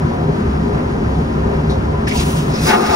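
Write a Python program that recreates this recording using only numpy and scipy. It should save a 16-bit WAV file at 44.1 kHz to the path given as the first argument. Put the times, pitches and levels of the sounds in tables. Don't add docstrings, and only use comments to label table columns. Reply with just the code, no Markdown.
import sys
import numpy as np
from scipy import signal
from scipy.fft import rfft, irfft
from scipy.io import wavfile

SR = 44100
rng = np.random.default_rng(int(sys.argv[2]) if len(sys.argv) > 2 else 0)


def attenuation_scalar(level_db):
    decades = np.asarray(level_db, float) / 20
    return 10 ** decades


def wrap_up_sound(samples):
    columns = np.atleast_2d(samples).T
    tamed = np.clip(columns, -1, 1)
    steps = np.round(tamed * 32767).astype(np.int16)
    wavfile.write(sys.argv[1], SR, steps)


N = 130095
PAD = 2048
DUCK_DB, BASS_DUCK_DB = -2, -10


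def time():
    return np.arange(N) / SR


def bins():
    return np.maximum(np.arange(N // 2 + 1) * SR / N, 1)


def rms_one(x):
    return x / np.sqrt(np.mean(x ** 2) + 1e-20)


def at_hz(points, hz):
    point_hz, value = np.transpose(points)
    return np.interp(np.log(hz), np.log(point_hz), value)


def noise():
    return rng.standard_normal((2, N))


def drift(rate_hz):
    r = np.exp(-2 * np.pi * rate_hz / SR)
    settled = signal.lfilter([1], [1, -2 * r, r * r], rng.standard_normal(N + SR))[SR:]
    return rms_one(settled)


def colour(x, spectrum, peaks=()):
    hz = bins()
    db = at_hz(spectrum, hz)
    for peak_hz, width_hz, boost_db in peaks:
        db = db + boost_db / (1 + (2 * (hz - peak_hz) / width_hz) ** 2)
    return rms_one(irfft(rfft(x) * attenuation_scalar(db), N))


def resonate(x, hz, width_hz):
    r = np.exp(-np.pi * width_hz / SR)
    for _ in range(2):
        x = signal.lfilter([1, 0, -1], [1, -2 * r * np.cos(2 * np.pi * hz / SR), r * r], x)
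    return rms_one(x)


def play(x, rows, split_hz):
    s, db, bright_db = np.transpose(rows)
    gain = attenuation_scalar(np.interp(time(), np.r_[s[0] - .004, s, s[-1] + .05], np.r_[-100, db, -100]))
    bright = attenuation_scalar(np.interp(time(), s, bright_db))
    upper = irfft(rfft(x) / (1 + (split_hz / bins()) ** 6), N)
    return gain * (x - upper + bright * upper)


def ducking():
    from_s, rise_s = 2.66, .05
    return np.clip((time() - from_s) / rise_s, 0, 1)


def cabin():
    # hz, level_db per Hz
    cabin_colour = [(22, -19.5), (55, -7), (240, -5), (330, -13), (1100, -16.5), (3800, -41), (9000, -53),
                    (15500, -65)]
    # centre_hz, width_hz, boost_db
    hollow_modes = [(68, 9.7, 9.5), (98.4, 19, 3.5), (147.4, 20.4, 8.5), (185, 12, -8.5), (219.4, 50, 3),
                    (401.3, 53, 7), (487, 28, -6), (521.7, 24, 7), (719, 10.8, 8.5), (976, 40, 5),
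                    (1133, 27, -8.5), (4110, 150, 0.5), (4550, 140, 1), (5400, 4300, 3.5)]
    flicker = [.7, .8, 1.1, .9, .5]
    full = rfft(colour(noise(), cabin_colour, hollow_modes))
    region = np.digitize(bins(), [185, 350, 1000, 3000])
    duck = ducking()
    out = 0
    for k, flicker_db in enumerate(flicker):
        bass_duck_db = (k == 0) * BASS_DUCK_DB * duck
        out = out + irfft(full * (region == k), N) * attenuation_scalar(flicker_db * drift(10.0) + bass_duck_db)
    level_db = -17
    return attenuation_scalar(level_db + DUCK_DB * duck) * out


def drones():
    # pitch_hz, wander_hz, level_db
    strands = [
        (69.7, 3.76, -32),
        (161.1, 4.16, -35.5),
        (213.5, 3.96, -36.5),
        (408, 8.56, -43.5),
    ]
    out = 0
    for hz, wander_hz, db in strands:
        turn = 2 * np.pi * np.cumsum(hz + wander_hz * drift(4.06)) / SR
        out = out + attenuation_scalar(db + 2.87 * drift(1.02)) * np.sqrt(2) * np.sin(turn)
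    return out * attenuation_scalar((DUCK_DB + BASS_DUCK_DB / 2) * ducking()) * np.array([[1], [0]])


def surges():
    # start_s, length_s, from_hz, to_hz, level_db
    hull_booms = [(.0, 0.11, 151.6, 156, -21), (.07, 0.07, 225, 223, -23), (0.194, 0.16, 408, 408, -25),
                  (0.231, 0.094, 153, 148.5, -19), (0.245, 0.059, 520, 517, -24),
                  (0.376, .06, 206, 216, -16.5), (.52, 0.17, 150, 174, -21), (0.565, 0.12, 216, 215, -21.5),
                  (0.612, 0.14, 410, 407.5, -25), (0.657, 0.15, 161.8, 144.6, -19.5),
                  (0.775, 0.076, 225, 245, -21.5), (0.925, 0.09, 200, 205, -22.5),
                  (1.048, 0.09, 165, 162.5, -28.5), (1.142, 0.082, 145, 166.4, -19.5),
                  (1.168, 0.064, 226, 225, -18.5), (1.236, 0.065, 408, 408, -37),
                  (1.443, 0.1, 215, 206, -20.5), (1.5, 0.17, 151.8, 151, -20.5),
                  (1.925, 0.094, 1002, 1005, -30), (1.969, 0.086, 212, 216, -23),
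                  (2.146, 0.11, 73.3, 73.5, -20.5), (2.298, 0.13, 164.2, 168, -18.5)]
    # start_s, length_s, from_hz, to_hz, level_db
    flush_rings = [(2.545, .045, 222, 222, -22), (2.595, .075, 160, 162, -20), (2.58, .03, 2550, 2520, -37),
                   (2.61, .03, 2530, 2510, -37), (2.66, .035, 385, 380, -24), (2.688, .04, 225, 215, -19),
                   (2.675, .035, 2200, 2230, -30), (2.705, .03, 2200, 2180, -28),
                   (2.69, .05, 2535, 2535, -33), (2.68, .055, 875, 860, -24), (2.685, .03, 1540, 1520, -26),
                   (2.705, .025, 1480, 1480, -24), (2.735, .025, 1520, 1480, -26),
                   (2.71, .055, 2790, 2810, -38), (2.715, .05, 725, 725, -26), (2.735, .05, 195, 220, -18),
                   (2.72, .115, 392, 385, -24), (2.8, .045, 228, 212, -22), (2.845, .055, 222, 215, -22),
                   (2.875, .055, 75, 75, -25), (2.875, .025, 1240, 1240, -27), (2.905, .04, 860, 870, -25),
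                   (2.172, .014, 6350, 6250, -37)]
    out = np.zeros(N + SR)
    for s, length_s, from_hz, to_hz, db in hull_booms + flush_rings:
        part = np.arange(int(length_s * SR)) / (length_s * SR)
        glide_hz = from_hz + (to_hz - from_hz) * part
        turn = 2 * np.pi * (rng.random() + np.cumsum(glide_hz) / SR)
        first = max(int(s * SR), 0)
        out[first:first + len(part)] += attenuation_scalar(db) * np.sqrt(2) * np.sin(np.pi * part) * np.sin(turn)
    return out[:N] * attenuation_scalar(3.0 * drift(40.0)) * np.array([[1], [0]])


def puffs():
    # start_s, level_db, centre_hz, width_hz, t60_s
    bursts = [
        (1.695, -34.5, 3840, 700, 0.2),
        (1.695, -41, 5400, 1500, 0.25),
        (1.696, -49.5, 8700, 4000, .12),
        (2.069, -40, 5230, 500, 0.11),
        (2.07, -23, 1690, 1500, 0.026),
        (2.078, -35, 9400, 4500, 0.015),
        (2.110, -27, 2150, 700, 0.12),
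        (2.168, -29, 4800, 4000, 0.03),
        (2.199, -31, 7400, 5000, 0.064),
    ]
    attack_s, hold_s = .003, .014
    out = 0
    for s, db, hz, width_hz, t60_s in bursts:
        age = np.maximum(time() - s, 0)
        tail_db = -60 * np.maximum(age - hold_s, 0) / t60_s
        attack = np.minimum(age / attack_s, 1)
        out = out + attenuation_scalar(db + tail_db) * attack * resonate(noise(), hz, width_hz)
    return out


def whistles():
    # start_s, length_s, pitch_hz, width_hz, level_db
    edge_tones = [
        (2.066, .055, 5230, 130, -37),
        (2.52, .05, 5200, 120, -37),
        (2.545, .035, 5650, 120, -36),
        (2.66, .14, 2530, 50, -36),
        (2.63, .09, 5040, 500, -33),
    ]
    out = 0
    for s, length_s, hz, width_hz, db in edge_tones:
        part = np.clip((time() - s) / length_s, 0, 1)
        swell = np.sqrt(np.abs(np.sin(np.pi * part ** 1.6)))
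        out = out + attenuation_scalar(db) * swell * resonate(noise(), hz, width_hz)
    return out


def spray():
    # time_s, level_db, brightness_db
    flow = [
        (2.069, -35, -18),
        (2.09, -27.5, -19),
        (2.12, -33, -1),
        (2.16, -28, 4),
        (2.2, -22, -4),
        (2.24, -31.5, 6),
        (2.3, -32.5, 9),
        (2.4, -32.5, 4),
        (2.5, -40, 3),
    ]
    # hz, level_db per Hz
    steel_colour = [(600, -14), (1500, -4), (2800, 7.5), (4000, 1.5), (5800, -0.5), (8000, -4),
                    (11500, -13), (15500, -20.5)]
    drops_per_s, spread_db, drop_share = 6000, 2.0, .4
    hits = rng.random((2, N)) < drops_per_s / SR
    size_db = spread_db * np.minimum(rng.exponential(1, (2, N)), 5)
    drops = hits * attenuation_scalar(size_db) * np.sign(noise())
    mix = np.sqrt(drop_share) * rms_one(drops) + np.sqrt(1 - drop_share) * noise()
    flutter_db = 1.2
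    return attenuation_scalar(flutter_db * drift(38.0)) * play(colour(mix, steel_colour), flow, split_hz=8100)


def fill():
    start_s, length_s, level_db = 2.072, 0.06, -32
    from_hz, to_hz, width_hz = 1600, 2486, 300
    part = np.clip((time() - start_s) / length_s, 0, 1)
    turn = 2 * np.pi * np.cumsum(from_hz + (to_hz - from_hz) * part) / SR
    swell = np.sqrt(np.sin(np.pi * part) + 1e-12)
    glide = [drift(width_hz) * np.cos(turn) + drift(width_hz) * np.sin(turn) for _ in range(2)]
    return attenuation_scalar(level_db) * swell * np.array(glide)


def leak():
    # time_s, level_db, brightness_db
    gap_flow = [
        (2.5, -34, 3),
        (2.54, -30.5, -4),
        (2.59, -26.5, -0.5),
        (2.624, -26.5, 7),
        (2.69, -19, 4.5),
        (2.76, -28.5, 4),
        (2.775, -29.5, 2.5),
        (2.87, -25, 0),
        (2.95, -22.5, -2),
    ]
    # hz, level_db per Hz
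    gap_colour = [(1500, 5.5), (2600, 3), (3300, 1.5), (5200, 0), (6300, -3.5), (7800, -6.5), (10500, -11),
                  (15500, -22)]
    # centre_hz, width_hz, boost_db
    cavity = [(2530, 120, 4), (3020, 200, -9), (3910, 120, 5), (5200, 600, 3), (5750, 200, 3)]
    flutter_db = 1.2
    return attenuation_scalar(flutter_db * drift(41.0)) * play(colour(noise(), gap_colour, cavity), gap_flow, split_hz=7000)


def gulp():
    # time_s, level_db, brightness_db
    suction = [
        (2.655, -29.5, 7),
        (2.686, -18, 5),
        (2.709, -12, 7),
        (2.757, -12.5, -2),
        (2.775, -15.5, -15),
        (2.81, -17.5, -5),
        (2.86, -21.5, 4),
        (2.9, -19, 2),
        (2.95, -14.5, -7),
    ]
    # hz, level_db per Hz
    roar_colour = [(130, -30), (215, -4), (400, 7.5), (800, 12.5), (1500, -1.5), (2400, -7.5), (2800, 0),
                   (6000, -34)]
    # centre_hz, width_hz, boost_db
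    pipe_modes = [(215, 35, 6), (300, 50, -4), (388, 30, 8), (502, 25, 6), (590, 130, -8), (728, 40, 7),
                  (861, 60, 7), (1235, 80, 7), (1520, 170, 8), (1840, 200, 4), (2175, 55, 10),
                  (2300, 40, 6), (2540, 55, 9), (3000, 200, -12)]
    level_db, gurgle_db, gurgle_hz = 0.5, .8, 40
    roar = play(colour(noise(), roar_colour, pipe_modes), suction, split_hz=1700)
    return attenuation_scalar(level_db + gurgle_db * drift(gurgle_hz)) * roar


def cubicle(x):
    t60_s, level_db = .1, -8
    age = np.arange(SR // 4) / SR
    tail = rng.standard_normal((2, len(age))) * attenuation_scalar(-60 * age / t60_s) * (age > .003)
    tail = tail / np.sqrt(np.sum(tail ** 2) / 2)
    return x + attenuation_scalar(level_db) * signal.fftconvolve(x, tail, axes=1)[:, :N]


def spectrum_of(x):
    hz = np.maximum(np.arange(N // 2 + PAD + 1) * SR / (N + 2 * PAD), 1)
    return hz, rfft(np.pad(x, ((0, 0), (PAD, PAD)), "reflect"))


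def back(spectrum):
    return irfft(spectrum, N + 2 * PAD)[:, PAD:-PAD]


def ports(field, lead):
    # hz, likeness 0-1
    likeness = [(60, .9985), (150, .994), (230, .93), (300, .5), (620, .55), (1000, .7), (1900, .6),
                (5500, .72)]
    # hz, left_minus_right_db
    balance = [(260, -0.5), (305, -5.5), (345, 15.5), (440, 6.5), (500, 1), (1000, 2.5), (1700, 2.5),
               (2600, -0.5)]
    hz, (a, b) = spectrum_of(field)
    alike = at_hz(likeness, hz)
    tilt = attenuation_scalar(at_hz(balance, hz) / 2)
    phase = np.interp(hz, *np.transpose(lead))
    right = (alike * a + np.sqrt(1 - alike ** 2) * b) * np.exp(1j * phase)
    return back(np.array([a * tilt, right / tilt]))


def scene():
    # hz, phase_radians
    room_lead = [(270, 0), (440, .5), (520, 2.5), (1300, 2.4), (1800, 3.7), (2600, 2.8), (4400, 4.2),
                 (5400, 6.2), (16000, -6.4)]
    # hz, phase_radians
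    drain_lead = [(300, 0), (450, 2.1), (1000, 2.6), (1200, .6), (2000, .3), (2400, 2.7), (5400, 6.2),
                  (16000, -6.4)]
    # hz, phase_radians
    surge_lead = [(300, 0), (600, 1.3), (3000, 1.4)]
    bowl = cubicle(puffs() + whistles() + spray() + fill() + leak())
    room = ports(cabin() + drones() + bowl, room_lead)
    return room + ports(cubicle(gulp()), drain_lead) + ports(surges(), surge_lead)


def band_limit(x):
    return signal.sosfilt(signal.butter(12, 17100, fs=SR, output="sos"), x)


def record(dry):
    # hz, gain_db
    mid_gap = [(12200, 0.5), (12600, 8), (13000, -14), (13150, -50), (14100, -50), (14200, -12),
               (14600, 5.5)]
    # hz, gain_db
    side_gap = [(9500, -0.5), (9750, -14), (10150, -16), (10250, -50), (10950, -61), (11020, -10),
                (11800, 1.5), (15000, 8), (15700, -10)]
    clip, knee, top_hz = .96, 5, 15750
    soft = dry / (1 + np.abs(dry / clip) ** knee) ** (1 / knee)
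    hz, (left, right) = spectrum_of(soft)
    mid = (left + right) / 2 * attenuation_scalar(at_hz(mid_gap, hz))
    side = (left - right) / 2 * attenuation_scalar(at_hz(side_gap, hz))
    mix = back(np.array([mid + side, mid - side]) * (hz < top_hz))
    return band_limit(mix)


dry = scene()
out = record(dry)
wrap_up_sound(out)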